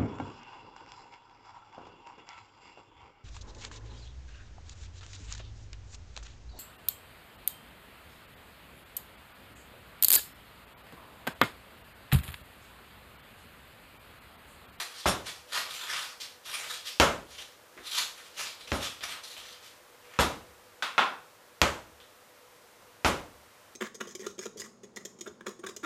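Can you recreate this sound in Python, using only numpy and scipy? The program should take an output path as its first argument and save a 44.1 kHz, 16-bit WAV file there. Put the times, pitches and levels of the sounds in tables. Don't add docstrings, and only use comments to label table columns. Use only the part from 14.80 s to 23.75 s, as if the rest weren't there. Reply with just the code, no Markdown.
import sys
import numpy as np
from scipy import signal
from scipy.fft import rfft, irfft
from scipy.io import wavfile
from scipy.ndimage import uniform_filter1d

SR = 44100
rng = np.random.default_rng(int(sys.argv[2]) if len(sys.argv) > 2 else 0)


def log_audio(samples):
    frames = np.atleast_2d(samples).T
    limited = np.clip(frames, -1, 1)
    pcm = np.round(limited * 32767).astype(np.int16)
    wavfile.write(sys.argv[1], SR, pcm)


def natural_amplitude(level_db):
    exponent = np.asarray(level_db, float) / 20
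    return 10 ** exponent


N = 394694

# full_contact_s, swell_s, hold_s, level_db, hollow_share_db (grows with pressure)
RUB_STROKES = [(0.0, .01, 0.0033, -38, 6.5), (0.162, 0.062, 0.038, -49, 3),
               (0.47, 0.027, 0.014, -41.5, 5.5), (0.73, .014, 0.014, -39, 8),
               (0.759, 0.056, 0.0093, -34, 9.5), (0.904, .04, 0.16, -45, 6),
               (1.092, .02, 0.024, -43.5, 9.5), (1.152, 0.094, 0.09, -39.5, 8.5),
               (1.402, 0.0055, 0.014, -43, -2), (1.66, 0.018, 0.12, -41, 5),
               (1.798, 0.033, 0.059, -47.5, 10.5), (1.916, 0.069, 0.026, -41.5, 6),
               (2.066, 0.035, 0.024, -42.5, -1), (2.514, 0.049, 0.026, -50, 0),
               (2.581, .004, 0.024, -46, 4), (3.066, 0.038, 0.068, -43.5, 2),
               (3.177, 0.12, 0.0067, -31.5, 1), (3.377, 0.034, 0.0052, -51.5, 7.5),
               (3.446, .02, .01, -56, 1.5), (3.605, 0.052, 0.019, -36.5, 5.5),
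               (3.815, 0.041, 0.0091, -57.5, -3), (3.878, .005, 0.01, -49, -1),
               (4.026, 0.14, 0.026, -39.5, 4.5), (4.235, 0.02, 0.087, -45.5, 10.5),
               (4.438, 0.012, 0.074, -48, -6), (4.574, 0.048, 0.012, -49, 5), (4.696, 0.074, .01, -48, 7),
               (4.83, .03, 0.046, -55.5, -5), (5.333, 0.15, 0.022, -62.5, 19.5)]
# frequency_hz, level_db
RUB_SPECTRUM = [(320, -24.5), (550, -17.5), (848, -10.5), (909, -10.5), (1000, -7.5), (1660, -4.5),
                (1730, -4.5), (3530, 2.5), (12700, -13.5), (14700, -19), (15500, -50)]


def throws():
    # start_s, slap_db, brightness_db_per_octave, crack_db, rattle_db
    throw_table = [(0.256, 8.5, -0.9, -28, -25), (2.198, 15.5, 0.06, 8.5, -31), (3.917, 3, -2, -5, -36),
                   (5.388, 11, -0.8, -6.5, -25.5), (6.815, 10.5, 0.85, 9, -60),
                   (8.246, 11, -0.84, -1.5, -30)]
    out, shake = np.zeros(N), np.zeros(N)
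    for start_s, slap_db, tilt_db, crack_db, rattle_db in throw_table:
        out += slap(start_s, slap_db, tilt_db)
        add_crack(out, start_s, crack_db, tilt_db)
        add_rattle(out, shake, start_s, rattle_db)
        add_boom(out, start_s, slap_db)
    return out + room(shake, dry_db=1.0, build_s=0.0011)


def slap(start_s, level_db, tilt_db):
    # frequency_hz, level_db
    slap_spectrum = [(110, -7), (180, -3), (1380, 0.5), (1820, -4.5), (3050, -7.5), (4940, -16),
                     (7020, -17), (10600, -31), (11600, -28), (15000, -40)]
    # frequency_hz, width_hz, level_db
    slab_modes = [(564, 49, -2), (960, 41, -10.5), (1337, 126, -21), (2150, 72, -9), (3030, 45, -9)]
    dry_slap = np.zeros(N)
    add(dry_slap, start_s + 0.00099, natural_amplitude(level_db) * resonate(click(slap_spectrum, tilt_db), slab_modes))
    return room(dry_slap, dry_db=-24.0, build_s=0.00015)


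def add_crack(out, start_s, level_db, tilt_db):
    # frequency_hz, level_db
    crack_spectrum = [(300, 5.5), (1000, 0), (2500, 6), (7000, -5.5), (9000, -24), (15000, -26)]
    crack = -natural_amplitude(level_db) * click(crack_spectrum, tilt_db)
    add(out, start_s + 0.001578, crack)
    add(out, start_s + 0.0031, natural_amplitude(-5) * crack)


def add_rattle(out, shake, start_s, level_db):
    # frequency_hz, level_db, t60_s
    iron_modes = [(3550, -12, 0.35), (5480, -9, 0.12), (7050, -10, 0.15), (8550, -9.5, 0.12),
                  (11160, -9.5, 0.14), (11600, -13, 0.036), (12150, -27, 0.034)]
    t = np.arange(6000) / SR
    hops = rng.standard_normal(len(t)) ** 3 * t ** 2 * np.exp(-t / 0.011)
    hops = hops / np.sqrt(np.sum(hops ** 2))
    ringing = signal.fftconvolve(hops, ring(iron_modes, 0.4, scatter_db=2.0))
    add(out, start_s, natural_amplitude(level_db) * ringing)
    hiss = signal.fftconvolve(hops, click(RUB_SPECTRUM, 0.57))
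    add(shake, start_s, natural_amplitude(level_db + 22.5) * hiss)


def add_boom(out, start_s, slap_db):
    # frequency_hz, level_db, t60_s
    cabinet_modes = [(72, -3.5, 0.38), (83.4, -1, 0.24), (106.6, -15, 0.67), (135, -12, .3),
                     (187, -5.5, 0.38), (250.4, -8, 0.41), (302, -19, 0.4), (322.5, -6.5, 0.52),
                     (380, -9, .3)]
    boom_db = -32 + 0.39 * slap_db
    push = np.hanning(int(0.0033 * SR))
    boom = signal.fftconvolve(push / push.sum(), ring(cabinet_modes, 1.0, scatter_db=0.5))
    add(out, start_s + 0.0042, natural_amplitude(boom_db) * boom)
    swell_delay_s, swell_hz, swell_db = 0.29, 72.4, -32
    t = np.arange(SR // 4) / SR
    swell = bump(t, rise_s=0.031) * np.sin(2 * np.pi * swell_hz * t)
    add(out, start_s + swell_delay_s, natural_amplitude(boom_db + swell_db) * swell)


def rubbing():
    # frequency_hz, width_hz, level_db
    hollow_mode = [(1250, 73, -7)]
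    hollow_share_db = np.transpose(RUB_STROKES)[-1][:, None]
    slip_db = 1.2 * rng.exponential(size=N) + 2.0 * walk(60) + 1.84 * walk(300)
    slips = rng.standard_normal(N) * natural_amplitude(slip_db)
    hiss = patchy(colour(slips, RUB_SPECTRUM), spread_db=2.0, size=9)
    low = signal.sosfiltfilt(signal.butter(2, 1800, "low", fs=SR, output="sos"), hiss)
    top = signal.sosfiltfilt(signal.butter(2, 6500, "high", fs=SR, output="sos"), hiss)
    body = hiss - low - top
    mixed = contact("body", 0) * body
    mixed = mixed + contact("hollow", hollow_share_db) * resonate(low, hollow_mode)
    mixed = mixed + contact("top", 0.023 * hollow_share_db) * top
    return room(mixed, dry_db=1.13, build_s=0.00031)


def contact(part, share_db):
    release_rates = {"hollow": 160, "body": 186, "top": 230}
    full_s, swell_s, hold_s, level_db, _ = np.transpose(RUB_STROKES)[..., None]
    t = np.arange(0, N / SR, 0.001)
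    lost_db = 20 * np.maximum(full_s - t, 0) / swell_s
    lost_db = lost_db + release_rates[part] * np.maximum(t - full_s - hold_s, 0)
    gain = np.sqrt(np.sum(natural_amplitude(level_db + share_db - lost_db) ** 2, axis=0))
    return np.interp(np.arange(N) / SR, t, gain)


def claps():
    # start_s, level_db, brightness_db_per_octave, direct_share_db
    clap_table = [(6.023, 1, 2.8, -13), (6.179, 10.5, -1.2, -10.5)]
    # frequency_hz, level_db
    clap_spectrum = [(88, -53), (150, -22), (636, -13.5), (787, -7), (1430, -6), (3540, -15.5),
                     (15000, -48)]
    # frequency_hz, width_hz, level_db
    palm_modes = [(1060, 95, 1.5), (1390, 180, -0.5), (2610, 200, -2), (3450, 450, -2.5)]
    out = np.zeros(N)
    for start_s, level_db, tilt_db, direct_db in clap_table:
        pop = np.zeros(N)
        burst = resonate(click(clap_spectrum, tilt_db, from_hz=680), palm_modes)
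        add(pop, start_s + 0.001, natural_amplitude(level_db) * burst)
        out += room(pop, direct_db, build_s=0.00028)
    return out


def knocks():
    # start_s, level_db, pitch_hz
    knock_table = [(1.121, -65, 133), (2.955, -54, 340)]
    out = np.zeros(N)
    t = np.arange(SR // 4) / SR
    for start_s, level_db, pitch_hz in knock_table:
        smear = rng.standard_normal(len(t))
        for _ in range(2):
            smear = signal.lfilter(*signal.iirpeak(pitch_hz, 2.5, SR), smear)
        add(out, start_s, natural_amplitude(level_db) * bump(t, rise_s=0.022) * smear / smear.std())
    return out


def ticks():
    # start_s, level_db, pitch_hz
    tick_table = [(1.4032, -20, 4280), (2.5227, -39, 4310), (2.5855, -20, 3280), (2.9764, -26, 1840),
                  (3.8096, -28.5, 3950), (3.8745, -25, 2830), (4.2085, -24.5, 3450), (4.4418, -25.5, 3270),
                  (4.567, -26, 3020), (4.6825, -35, 3530), (5.3393, -28.5, 1650), (7.2025, -36, 3430)]
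    dry_ticks = np.zeros(N)
    for start_s, level_db, pitch_hz in tick_table:
        mode = (pitch_hz, 0, 0.003)  # Hz, dB, t60 s
        add(dry_ticks, start_s, natural_amplitude(level_db) * ring([mode], 0.01, scatter_db=6.0))
    return room(dry_ticks, dry_db=-8.0, build_s=0.00062)


def air():
    # frequency_hz, level_db
    air_spectrum = [(25, -6), (60, -27), (100, -10.5), (130, -20), (325, -14.5), (475, -13.5), (744, -13),
                    (1170, -12), (2610, -19), (3470, -21), (12500, -27.5), (14700, -28.5), (15800, -36)]
    hush_db = -57.5 + 0.45 * walk(1.54)
    return natural_amplitude(hush_db) * colour(rng.standard_normal(N), air_spectrum) + fan()


def fan():
    # frequency_hz, width_hz, level_db
    fan_bands = [(492.5, 19, -66), (593, 19, -70.5), (980, 25, -82), (12275, 60, -79)]
    out = np.zeros(N)
    for hz, width_hz, level_db in fan_bands:
        band = signal.lfilter(*signal.iirpeak(hz, hz / width_hz, SR), rng.standard_normal(N))
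        out += natural_amplitude(level_db + 0.84 * walk(2.96)) * band / band.std()
    return out


def haze(mid):
    # frequency_hz, level_db
    side_spectrum = [(100, -20), (2000, -20), (12000, -14.5)]
    f, t, z = signal.stft(mid, SR, nperseg=1024)
    turn = np.exp(2j * np.pi * rng.random(z.shape))
    side = signal.istft(z * turn * natural_amplitude(on_log(side_spectrum, f))[:, None], SR, nperseg=1024)[1][:N]
    level_db = 10 * np.log10(uniform_filter1d(mid ** 2, size=2000) + 1e-12)
    rise_db = np.maximum(level_db - np.roll(level_db, shift=3000), 0)
    loud = np.clip((level_db + 61) / 14, 0, 2)
    gate = np.clip(19.0 * (walk(28) - 0.9 + 0.92 * loud - 0.29 * rise_db), 0, 1)
    return side * gate


def room(x, dry_db, build_s):
    # frequency_hz, t60_s
    kitchen_decay = [(100, 0.58), (260, 0.46), (700, 0.43), (1840, 0.36), (4850, 0.37), (12800, 0.42)]
    time = np.arange(SR) / SR
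    spikes_db = 3.4 * np.exp(-time / 0.017) * rng.exponential(size=SR)
    echoes = rng.standard_normal(SR) * natural_amplitude(spikes_db)
    echoes = echoes / np.sqrt(uniform_filter1d(echoes ** 2, size=441))
    f, t, z = signal.stft(echoes, SR, nperseg=256)
    decay = natural_amplitude(-60 * t / on_log(kitchen_decay, f)[:, None])
    tail = signal.istft(z * decay, SR, nperseg=256)[1][:SR]
    tail = tail * (1 - np.exp(-time / build_s))
    tail = tail / np.sqrt(np.sum(tail ** 2))
    return natural_amplitude(dry_db) * x + signal.fftconvolve(x, tail)[:N]


def click(table, tilt_db, from_hz=300, size=4096):
    hz = np.fft.rfftfreq(size, 1 / SR)
    db = on_log(table, hz) + tilt_db * np.log2(np.clip(hz, from_hz, None) / 1000)
    cepstrum = irfft(np.log(natural_amplitude(db)))
    cepstrum[1:size // 2] *= 2
    cepstrum[size // 2 + 1:] = 0
    y = irfft(np.exp(rfft(cepstrum)))
    return y / np.sqrt(np.sum(y ** 2))


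def ring(modes, seconds, scatter_db):
    t = np.arange(int(seconds * SR)) / SR
    hz, db, t60_s = np.transpose(modes)[..., None]
    db = db + scatter_db * rng.standard_normal(hz.shape)
    return np.sum(natural_amplitude(db - 60 * t / t60_s) * np.sin(2 * np.pi * hz * t), axis=0)


def resonate(x, peaks):
    out = x
    for hz, width_hz, db in peaks:
        out = out + natural_amplitude(db) * signal.lfilter(*signal.iirpeak(hz, hz / width_hz, SR), x)
    return out


def colour(x, table):
    size = 1 << 19
    gain = natural_amplitude(on_log(table, np.fft.rfftfreq(size, 1 / SR)))
    y = irfft(rfft(x, size) * gain)[:len(x)]
    return y / y.std()


def patchy(x, spread_db, size):
    f, t, z = signal.stft(x, SR, nperseg=512)
    field = rng.standard_normal(z.shape)
    for axis in (0, 1, 0, 1):
        field = uniform_filter1d(field, size=size, axis=axis)
    return signal.istft(z * natural_amplitude(spread_db * field / field.std()), SR, nperseg=512)[1][:N]


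def walk(rate):
    k = int(SR / rate)
    steps = np.repeat(rng.standard_normal(N // k + 1), k)
    y = uniform_filter1d(uniform_filter1d(steps, k), k)[:N]
    return y / y.std()


def bump(t, rise_s):
    return t / rise_s * np.exp(1 - t / rise_s)


def on_log(table, hz):
    f, v = np.transpose(table)
    return np.interp(np.log(np.maximum(hz, 1)), np.log(f), v)


def add(out, start_s, x):
    i = int(start_s * SR)
    out[i:i + len(x)] += x[:len(out) - i]


def scene():
    mid = throws() + claps() + ticks() + knocks() + rubbing() + air()
    side = haze(mid)
    return np.array([mid + side, mid - side])


def roll_off(x):
    return signal.sosfilt(signal.butter(12, 16360, fs=SR, output="sos"), x)


def record(dry):
    cut = signal.sosfilt(signal.butter(5, 40, "high", fs=SR, output="sos"), dry)
    cut = cut / (1 + (cut / 0.9) ** 4) ** 0.25
    cut = signal.sosfilt(signal.ellip(8, 0.2, 40, 15300, fs=SR, output="sos"), cut)
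    return roll_off(cut)


dry = scene()
out = record(dry)
log_audio(out)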